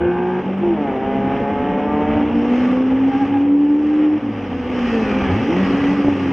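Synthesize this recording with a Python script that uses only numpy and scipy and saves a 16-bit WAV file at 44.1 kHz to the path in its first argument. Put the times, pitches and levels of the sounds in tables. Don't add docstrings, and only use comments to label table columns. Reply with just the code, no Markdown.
import sys
import numpy as np
from scipy import signal
from scipy.fft import rfft, irfft, next_fast_len
from scipy.io import wavfile
from scipy.ndimage import uniform_filter1d, map_coordinates

SR = 44100
rng = np.random.default_rng(int(sys.argv[2]) if len(sys.argv) > 2 else 0)


def linear_from_db(decibels):
    return 10 ** (np.asarray(decibels, float) / 20)


def wav_out(sig):
    wavfile.write(sys.argv[1], SR, np.round(np.clip(np.atleast_2d(sig).T, -1, 1) * 32767).astype(np.int16))


N = 278712

# (time [s], peak level [dB])
CREAKS = [(0.5486, -64), (0.583, -59), (0.9172, -61), (1.161, -68), (2.72, -59)]
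# (frequency [Hz], level [dB])
CREAK_SPECTRUM = [(5500, -35), (7000, -1), (9500, 4), (11000, -32)]
# (frequency [Hz], level [dB])
SELF_NOISE_SPECTRUM = [(5000, -62), (7000, -4.5), (11000, 3.5), (15700, -1), (16000, -120)]

# (time [s], weight of traffic [dB], nearness of the closest tyres [dB])
TRAFFIC = [(0, 8.5, -8), (.3, -6, -2), (.5, -4.5, -5), (1.0, 1, -4), (1.4, 3, -0.5), (1.65, 5.5, -3),
           (2.05, 9.5, -0.5), (2.3, 5.5, 0), (2.6, 1, 8), (2.95, 0.5, -1), (3.2, -8, 3.5), (3.37, -1, -0.5),
           (3.5, -13.5, -5), (3.85, -14.5, 0.5), (4.05, -9, 0), (4.25, -12.5, -1.5), (4.65, -7, 3),
           (4.93, 1, 12), (5.3, 13, 9), (5.45, 3, 10.5), (5.85, 6, 12.5), (6.05, -4.5, 8.5)]
NOISE_FOLLOWS = {"rumble": (-39, 0.82, .01), "roar": (-31.5, 0.3, 0.12), "tyres": (-37, 0.2, 0.48),
                 "hiss": (-63, .01, 0.99)}
# (frequency [Hz], level [dB])
RUMBLE_SPECTRUM = [(12, -39.5), (20, -7.5), (92, 7.5), (146, -3.5), (170, -13.5), (220, -25), (370, -120)]
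ROAR_SPECTRUM = [(71, -42), (120, -12), (144, -10.5), (259, 1), (350, -4.5), (522, -5), (628, -13),
                 (829, -7), (1400, -29.5), (1820, -51), (3080, -120)]
TYRE_SPECTRUM = [(590, -38.5), (1000, -9.5), (1160, 2.5), (1370, -5), (1530, -3.5), (2640, -6), (3020, -8),
                 (3480, -18), (4520, -39), (7660, -120)]
HISS_SPECTRUM = [(3300, -58), (3900, 0), (4300, -1), (5200, 1.5), (6200, -4), (7000, -14), (9000, -20),
                 (11500, -27.5), (15700, -43), (16000, -120)]
# (frequency [Hz], correlation [-1 to 1])
COHERENCE = [(50, .91), (420, .998), (3350, .93), (4250, -.45), (5500, .84), (6500, .8), (8500, -.1),
             (15000, -.1)]
# (frequency [Hz], left over right [dB])
PORT_BALANCE = [(3700, 0), (4450, 3.5), (5400, 0)]

# (frequency [Hz], t60 [s])
WALL_DECAY = [(100, 1), (500, 1), (2000, 0.47)]
# (time [s], gain [dB])
PATH_NULLS = [(0.436, -15.5), (3.122, -9.5), (3.193, -10), (3.274, -11.5), (3.41, 1), (3.48, 0.5),
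              (3.58, -3), (3.683, -3), (3.77, -2), (4.11, -4), (4.207, -19.5), (5.71, -0.5), (5.785, -7),
              (5.965, -9.5), (6.03, -10)]

# (time [s], level [dB])
BACKFIRES = [
    (6.0463, -9.5),
    (6.0822, -8.5),
    (6.085, -8),
]
# (start [s], end [s], first pitch [Hz], last pitch [Hz], level [dB])
TYRE_SLIPS = [(2.65, 2.76, 1165, 1175, -34), (2.761, 2.82, 1120, 1105, -34), (3.065, 3.1, 814, 800, -31),
              (3.101, 3.19, 798, 808, -24), (3.191, 3.26, 842, 785, -22), (3.261, 3.31, 800, 860, -32),
              (3.325, 3.39, 835, 800, -23), (3.391, 3.42, 800, 815, -29), (3.421, 3.48, 815, 812, -35),
              (3.6, 3.86, 865, 888, -38), (3.9, 3.96, 790, 805, -35), (4.02, 4.1, 845, 825, -35)]

# (start [s], end [s], first pitch [Hz], last pitch
# [Hz], level [dB])
ENGINE_WHINES = [(4.82, 5.1, 1960, 1640, -39.5), (4.86, 5.02, 2700, 2580, -43),
                 (4.99, 5.16, 2630, 2420, -39.5), (5.12, 5.28, 2425, 2395, -36.5),
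                 (5.03, 5.22, 2420, 2300, -42), (5.17, 5.3, 2310, 2290, -41), (5.27, 5.4, 2290, 2210, -41),
                 (5.48, 5.58, 2120, 2070, -45), (5.28, 5.44, 2700, 2600, -43), (5.0, 5.22, 1870, 1820, -41),
                 (5.03, 5.22, 1480, 1410, -40), (5.15, 5.38, 1550, 1590, -44), (5.24, 5.36, 1700, 1710, -40),
                 (5.52, 5.96, 1890, 2000, -40), (5.52, 5.96, 1077, 1140, -42), (5.52, 5.96, 1606, 1700, -46)]
# (start [s], end [s], first pitch [Hz], last
# pitch [Hz], level [dB])
GAP_CARS = [(.87, 1.0, 296, 262, -29), (.99, 1.42, 256, 267, -26), (1.5, 1.95, 252, 264, -26.5),
            (1.04, 1.42, 206, 194, -25), (.3, .52, 405, 425, -36), (.42, .5, 860, 860, -35),
            (2.62, 2.85, 200, 196, -31), (2.75, 2.92, 410, 410, -33), (2.45, 2.72, 530, 570, -36),
            (1.85, 2.3, 1040, 1075, -40), (5.98, 6.4, 100, 90, -33), (1.92, 2.08, 178, 182, -30),
            (5.55, 5.63, 280, 290, -25), (5.38, 5.56, 210, 255, -26), (1.39, 1.6, 213, 204, -25.5),
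            (1.86, 1.98, 1175, 1190, -37), (1.6, 1.8, 198, 180, -27.5), (1.12, 1.48, 133, 140, -33)]

# (time [s], pitch [Hz])
SIX_HIGH_PITCH = [(0.0, 57.9), (0.2, 59.7), (0.36, 60.7), (0.46, 61.5)]
SIX_SHIFT_PITCH = [(.6, 172.2), (.68, 174.6), (.73, 166.3), (.78, 150.7), (.84, 141.6), (.93, 129.8),
                   (1.1, 134.5), (2.22, 153.0), (2.36, 148.4)]
FAR_FOUR_PITCH = [(0, 175.7), (.2, 178.3), (.5, 190.7), (.7, 202.5), (.95, 221.8), (1.45, 239.7)]
LEAVING_PITCH = [(0, 497), (.12, 515)]
CRUISER_PITCH = [(1.62, 287.2), (1.9, 294.0), (2.2, 291.7), (2.3, 294.5), (2.5, 289.0), (2.8, 281.8),
                 (3.05, 283.0)]
LEADER_PULL_PITCH = [(1.6, 200.2), (1.8, 207.7), (2.2, 229.2), (2.4, 235.6), (2.55, 246.3), (3.2, 275.9),
                     (3.8, 296.3), (4.05, 303.1)]
LEADER_COAST_PITCH = [(4.17, 300.7), (4.3, 283.5), (4.4, 284.2), (4.6, 265.0), (5.0, 221.6), (5.1, 204.6),
                      (5.2, 201.7), (5.36, 187.6)]
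BRAKER_SLOWS_PITCH = [(2.6, 99.7), (2.8, 101.5), (3.15, 114.1), (3.4, 98.6), (3.95, 74.7), (4.08, 84.6),
                      (4.2, 117.8), (4.9, 56.9), (5.15, 56.0)]
BRAKER_GOES_PITCH = [(5.25, 69.9), (5.35, 99.4), (5.42, 126), (5.5, 160), (5.6, 192.7), (5.68, 193.5),
                     (5.8, 176.4), (5.88, 184), (5.97, 195.0), (6.1, 195.2), (6.32, 177.4)]
CHASER_PITCH = [(4.25, 233.2), (4.6, 245.2), (4.8, 248.2), (5.0, 258.2), (5.5, 267.5), (5.7, 277.2),
                (6.05, 287.7), (6.1, 286), (6.15, 277.0), (6.32, 269)]

# (time [s], leading order level [dB], other orders level [dB])
SIX_HIGH_THROTTLE = [(0, -18, -40), (0.04, -19, -41), (0.08, -15.5, -40), (0.14, -21, -37),
                     (0.2, -22, -34.5), (0.3, -22, -34.5), (0.36, -23, -36), (0.41, -28, -40),
                     (0.44, -44, -50)]
FAR_FOUR_THROTTLE = [(0, -29, -42), (0.121, -27, -46.5), (.43, -26, -42), (.49, -23.5, -37.5),
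                     (.62, -22.5, -38.5), (.85, -26.5, -34.5), (.92, -33.5, -34), (1.21, -41.5, -36.5),
                     (1.45, -30.5, -44)]
SIX_CLUTCH_THROTTLE = [(.6, -47.5, -63), (.62, -24.5, -49.5), (.64, -15, -38.5), (.68, -14, -40),
                       (.731, -14.5, -47), (.769, -36.5, -35.5), (.81, -20, -33), (0.851, -22.5, -32),
                       (.88, -39, -33)]
SIX_PULL_THROTTLE = [(.95, -30, -33), (1.05, -30, -31), (1.3, -29, -31), (1.55, -29, -30), (1.75, -33, -31),
                     (2.0, -32, -30), (2.12, -30, -30), (2.22, -32, -32), (2.29, -28, -44),
                     (2.359, -30, -50)]
LEADER_PULL_THROTTLE = [(1.6, -32.5, -46.5), (1.93, -25.5, -35.5), (2.0, -25, -29), (2.07, -26, -36),
                        (2.12, -25, -22), (2.19, -22.5, -24.5), (2.281, -23.5, -32.5), (2.38, -17.5, -29.5),
                        (2.45, -24, -26), (2.519, -15.5, -26.5), (2.62, -15, -33.5), (2.7, -18, -36.5),
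                        (2.735, -16.5, -23.5), (2.79, -16.5, -29.5), (2.87, -16, -38), (2.99, -17, -49),
                        (3.07, -14, -47), (3.4, -15.5, -49), (3.6, -13.5, -54), (4.13, -13.5, -54.5)]
LEADER_COAST_THROTTLE = [(4.2, -22.5, -49), (4.25, -19.5, -55), (4.33, -31.5, -48), (4.45, -31.5, -53.5),
                         (4.6, -23.5, -56), (4.65, -34, -47.5), (4.71, -22, -37.5), (4.82, -20.5, -46),
                         (4.9, -23, -38), (4.95, -19.5, -22), (5.05, -21.5, -32), (5.15, -25.5, -31.5),
                         (5.25, -24.5, -29.5), (5.36, -28.5, -37.5)]
BRAKER_SLOWS_THROTTLE = [(2.6, -58.5, -46), (2.72, -41, -47.5), (3.34, -34.5, -44), (3.6, -47.5, -34),
                         (3.841, -41, -53), (4.0, -52.5, -57), (4.21, -33.5, -25.5), (4.71, -36.5, -49.5),
                         (5.2, -44.5, -48.5)]
BRAKER_GOES_THROTTLE = [(5.27, -29, -40), (5.33, -18.5, -21.5), (5.38, -22.5, -22.5), (5.45, -38, -30.5),
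                        (5.5, -40, -18.5), (5.55, -21, -23), (5.61, -16.5, -28), (5.69, -23.5, -33.5),
                        (5.75, -24.5, -27.5), (5.85, -34.5, -32.5), (5.9, -20, -38.5), (6.01, -21, -40.5),
                        (6.06, -27.5, -36.5), (6.17, -29.5, -35), (6.32, -30.5, -34)]
CHASER_NEARS_THROTTLE = [(4.25, -37.5, -40.5), (4.561, -29, -35.5), (4.79, -32, -33), (4.861, -42.5, -38.5),
                         (4.94, -29, -33.5), (5.25, -25, -32.5), (5.32, -21, -53.5), (5.4, -47, -53.5)]
CHASER_PULL_THROTTLE = [(5.48, -22, -35), (5.55, -30, -42), (5.71, -18, -45.5), (5.78, -16, -45),
                        (5.94, -17.5, -31.5), (6.01, -15, -50.5), (6.09, -18, -27.5), (6.17, -21.5, -50.5),
                        (6.32, -18.5, -52.5)]

# (time [s], level [dB])
HOWL_LEVEL = [(0, -39), (.07, -38), (.15, -40.5), (.25, -43), (.36, -42.5), (.44, -47)]
BARK_LEVEL = [(.61, -55), (.635, -35), (.68, -35), (.72, -35), (.76, -39), (.79, -55)]
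LEAVING_LEVEL = [(0, -30), (.075, -30), (.12, -48)]
CRUISER_LEVEL = [(1.62, -47.5), (1.72, -31), (1.85, -29.5), (1.902, -28.5), (2.0, -18.5), (2.051, -24.5),
                 (2.1, -22.5), (2.16, -22), (2.24, -20.5), (2.299, -22), (2.38, -17.5), (2.46, -21.5),
                 (2.55, -38), (2.7, -26), (3.05, -44)]

# (multiple of pitch [ratio], level [dB])
SIX_HIGH_SERIES = [(4, 2), (7, -4), (9, -5), (12, 0), (13, -2), (14, 2), (15, -2), (16, -3), (18, -8),
                   (20, -10)]
HOWL_SERIES = [(24, -9), (25, -8), (27, -1), (28, -10), (29, -11), (30, -11), (38, -10), (42, -12)]
SIX_SHIFT_SERIES = [(3, 3), (4, 3), (5, 0), (6, 0), (7, -5), (8, -11), (9, -12), (10, -19), (11, -14),
                    (12, -19), (13, -15), (15, -16), (17, -20)]
BARK_SERIES = [(4.7, -4), (5.4, -1)]
FOUR_SERIES = [(.5, -18), (.75, -15), (1.25, -16), (1.5, -19), (1.75, -20), (2, 0), (3, -8)]
LEADER_SERIES = [(.75, -22), (1.25, -21), (1.5, -27), (1.75, -25), (2, 0), (3, -14)]
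BRAKER_SERIES = [(.5, -15), (2, 0), (3, -10)]

# (frequency [Hz], level [dB])
TAILPIPE_RESPONSE = [(450, -1), (525, -6), (600, -3), (720, 0), (820, 2.5), (920, -1), (1000, -12),
                     (1080, -8), (1250, -1), (1400, -5), (1520, -1)]
RASP_SPECTRUM = [(400, -26.5), (700, -5), (900, 3), (1200, 2), (2000, -10.5), (3300, -19), (4000, -56.5)]


def unit(x):
    return x / np.sqrt(np.mean(x ** 2) + 1e-20)


def along(points, hz):
    f, value = np.transpose(points)
    return np.interp(np.log(hz + 1), np.log(f + 1), value)


def curves(rows):
    s, *columns = np.transpose(rows)
    span = np.arange(int(s[0] * SR), min(int(s[-1] * SR), N))
    return span, [np.interp(span / SR, s, column) for column in columns]


def wobble(rate, size):
    knots = rng.standard_normal(int(N * rate / SR) + 4)
    return map_coordinates(knots, [np.arange(size) * rate / SR], order=1)


def fade(span, seconds):
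    still_sounding = span[-1] > N - SR // 100
    end = span[-1] + (0.01 * SR if still_sounding else 0)
    return np.clip(np.minimum(span - span[0], end - span) / (seconds * SR), 0, 1)


def swell(start, end, first_hz, last_hz, db):
    edge_db = db - 10.5
    full = [(start + share * (end - start), db) for share in (0.25, 0.65)]
    return [(start, first_hz), (end, last_hz)], [(start, edge_db), *full, (end, edge_db)]


def filtered(x, response):
    m = next_fast_len(N + 8192)
    return irfft(rfft(x, m) * response(np.fft.rfftfreq(m, 1 / SR)), m)[..., :N]


def rush(spectrum, patchy_db, gate=1):
    z = signal.stft(rng.standard_normal((2, N + 512)), nperseg=512)[2]
    field = uniform_filter1d(rng.standard_normal(z.shape[1:]), 6, 0)
    field = uniform_filter1d(field, 10, 1)
    pair = gate * signal.istft(z * linear_from_db(patchy_db * unit(field)), nperseg=512)[1][:, :N]

    def response(hz):
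        angle = np.arccos(np.clip(along(COHERENCE, hz), -1, 1)) / 2
        return linear_from_db(along(spectrum, hz)) * [np.cos(angle), np.sin(angle)]

    mid, side = filtered(pair, response)
    return unit(np.array([mid + side, mid - side]))


def electronics(cars):
    power = uniform_filter1d(cars[0] ** 2, int(0.4 * SR))
    loud_db = 10 * np.log10(abs(power) + 1e-9)
    return linear_from_db(-81 - 0.5 * (loud_db - loud_db.mean())) * rush(SELF_NOISE_SPECTRUM, patchy_db=1)


def creaks():
    out, t = np.zeros((2, N)), np.arange(SR // 20) / SR
    t60_s = 0.03
    for s, db in CREAKS:
        burst = linear_from_db(db + 3 - 60 * t / t60_s) * rng.standard_normal((2, len(t)))
        out[:, round(s * SR):][:, :len(t)] += burst
    return filtered(out, lambda hz: linear_from_db(along(CREAK_SPECTRUM, hz)))


def track_noise():
    weight, near = [np.pad(c, (0, N - len(c)), "edge") for c in curves(TRAFFIC)[1]]
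    levels = [mean_db + a * weight + b * near for mean_db, a, b in NOISE_FOLLOWS.values()]
    rumble_db, roar_db, tyres_db, hiss_db = levels
    surge = wobble(9, N)
    firing = linear_from_db(1.2 * wobble(270, N))
    rumble = linear_from_db(rumble_db + 1.5 * wobble(7, N)) * rush(RUMBLE_SPECTRUM, patchy_db=0.8)
    roar = linear_from_db(roar_db + 5 + 0.5 * surge) * rush(ROAR_SPECTRUM, patchy_db=1, gate=firing)
    tyres = linear_from_db(tyres_db + 0.5 + surge) * rush(TYRE_SPECTRUM, patchy_db=0.5, gate=firing)
    hiss = linear_from_db(hiss_db + 2.5 + 0.6 * surge) * rush(HISS_SPECTRUM, patchy_db=1.5, gate=firing)
    return rumble + roar + tyres + hiss


def walls(x):
    hz, t, z = signal.stft(rng.standard_normal((2, SR)), SR, nperseg=256)
    decay = linear_from_db(-60 * t / along(WALL_DECAY, hz)[:, None])
    mid, side = signal.istft(z * decay, SR, nperseg=256)[1]
    tail = np.array([mid + 0.046 * side, mid - 0.054 * side]) / np.linalg.norm(mid)
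    delayed = np.pad(x, (1500, 0))[None]
    return signal.fftconvolve(delayed, tail, axes=1)[:, :N]


def interference():
    t = np.arange(N) / SR
    return linear_from_db(sum(db * np.exp(-((t - s) / 0.016) ** 2) for s, db in PATH_NULLS))


def backfire():
    out, t = np.zeros(N + SR), np.arange(SR // 10) / SR
    pop_s, puff_t60_s, thump_t60_s, thump_hz, top_hz = 0.00043, 0.034, 0.097, 125, 2600
    for s, db in BACKFIRES:
        pop = -(t / pop_s) * (2 - t / pop_s) * np.exp(1 - t / pop_s)
        gas = uniform_filter1d(rng.standard_normal(len(t)), size=24) * 5
        puff = linear_from_db(-18 - 60 * t / puff_t60_s) * gas
        thump = linear_from_db(-14 - 60 * t / thump_t60_s) * np.sin(2 * np.pi * thump_hz * t)
        out[round(s * SR):][:len(t)] += linear_from_db(db) * (pop + puff + thump)
    return filtered(out[:N], lambda hz: 1 / (1 + 1j * hz / top_hz) ** 6)


def squeal():
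    slips = [swell(*slip) for slip in TYRE_SLIPS]
    pitch, level = (sum(part, []) for part in zip(*slips))
    span, (db,) = curves(level)
    hz = np.interp(span / SR, *np.transpose(pitch))
    phase = 2 * np.pi * np.cumsum(hz + 9 * wobble(60, len(span))) / SR
    tone = np.sin(phase) + linear_from_db(-15) * np.sin(2 * phase)
    out = np.zeros(N)
    out[span] = linear_from_db(db + 1 + wobble(57, len(span))) * tone * fade(span, 0.015)
    return out


def exhaust(pitch, throttle, lead, orders, rough, rasp_db=None):
    span, levels = curves(throttle)
    size = len(span)
    lead_db, rest_db = levels[0], levels[-1]
    hz = np.interp(span / SR, *np.transpose(pitch))
    phase = 2 * np.pi * np.cumsum(hz) / SR + rough * wobble(30, size) / lead
    voice = linear_from_db(lead_db + 5.1 * rough * wobble(25, size)) * np.sin(lead * phase)
    for multiple, db in orders:
        shake_db = 7 * rough * wobble(18, size)
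        base_db = rest_db if multiple >= 1.9 else lead_db
        voice += linear_from_db(base_db + db + shake_db) * np.sin(multiple * phase + rng.normal(0, 0.9))
    out = np.zeros(N)
    out[span] = np.sqrt(2) * voice * fade(span, 0.014)
    if rasp_db is not None:
        noise = rng.standard_normal(N)
        gas = unit(filtered(noise, lambda hz: linear_from_db(along(RASP_SPECTRUM, hz))))[span]
        bursts = unit(gas * np.exp(2 * np.cos(phase)))
        out[span] += linear_from_db(rest_db + rasp_db) * bursts * fade(span, 0.013)
    return out


def engine_whines():
    return sum(exhaust(*swell(*whine), 1, [], rough=0.45) for whine in ENGINE_WHINES)


def glimpsed_cars():
    return sum(exhaust(*swell(*car), 1, [(2, -14)], rough=0.4) for car in GAP_CARS)


def shifting_six():
    throttle = SIX_CLUTCH_THROTTLE + SIX_PULL_THROTTLE
    engine = exhaust(SIX_SHIFT_PITCH, throttle, 2, SIX_SHIFT_SERIES, rough=0.14, rasp_db=-9)
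    bark = exhaust(SIX_SHIFT_PITCH, BARK_LEVEL, 5, BARK_SERIES, rough=0.3)
    return filtered(engine, lambda hz: linear_from_db(along(TAILPIPE_RESPONSE, hz))) + bark


def engines():
    leader_pitch = LEADER_PULL_PITCH + LEADER_COAST_PITCH
    leader_throttle = LEADER_PULL_THROTTLE + LEADER_COAST_THROTTLE
    braker_pitch = BRAKER_SLOWS_PITCH + BRAKER_GOES_PITCH
    braker_throttle = BRAKER_SLOWS_THROTTLE + BRAKER_GOES_THROTTLE
    chaser_throttle = CHASER_NEARS_THROTTLE + CHASER_PULL_THROTTLE
    cars = engine_whines() + glimpsed_cars()
    cars += exhaust(SIX_HIGH_PITCH, SIX_HIGH_THROTTLE, 6, SIX_HIGH_SERIES, rough=0.18)
    cars += exhaust(SIX_HIGH_PITCH, HOWL_LEVEL, 26, HOWL_SERIES, rough=0.25)
    cars += exhaust(LEAVING_PITCH, LEAVING_LEVEL, 1, [], rough=0.2)
    cars += exhaust(FAR_FOUR_PITCH, FAR_FOUR_THROTTLE, 1, FOUR_SERIES, rough=0.2)
    cars += shifting_six()
    cars += exhaust(CRUISER_PITCH, CRUISER_LEVEL, 1, [(2, -21)], rough=0.15)
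    cars += exhaust(leader_pitch, leader_throttle, 1, LEADER_SERIES, rough=0.12)
    cars += exhaust(braker_pitch, braker_throttle, 1, BRAKER_SERIES, rough=0.18)
    cars += exhaust(CHASER_PITCH, chaser_throttle, 1, FOUR_SERIES, rough=0.2)
    return cars


def scene():
    cars = engines()
    cars = cars + linear_from_db(-17) * walls(cars)
    cars = interference() * cars + squeal() + backfire()
    return electronics(cars) + creaks() + track_noise() + cars


def low_pass(x):
    return signal.sosfilt(signal.butter(12, 15719, fs=SR, output="sos"), x)


def record(dry):
    ports = filtered(dry, lambda hz: linear_from_db(np.outer([0.5, -0.5], along(PORT_BALANCE, hz))))
    return low_pass(ports)


dry = scene()
out = record(dry)
wav_out(out)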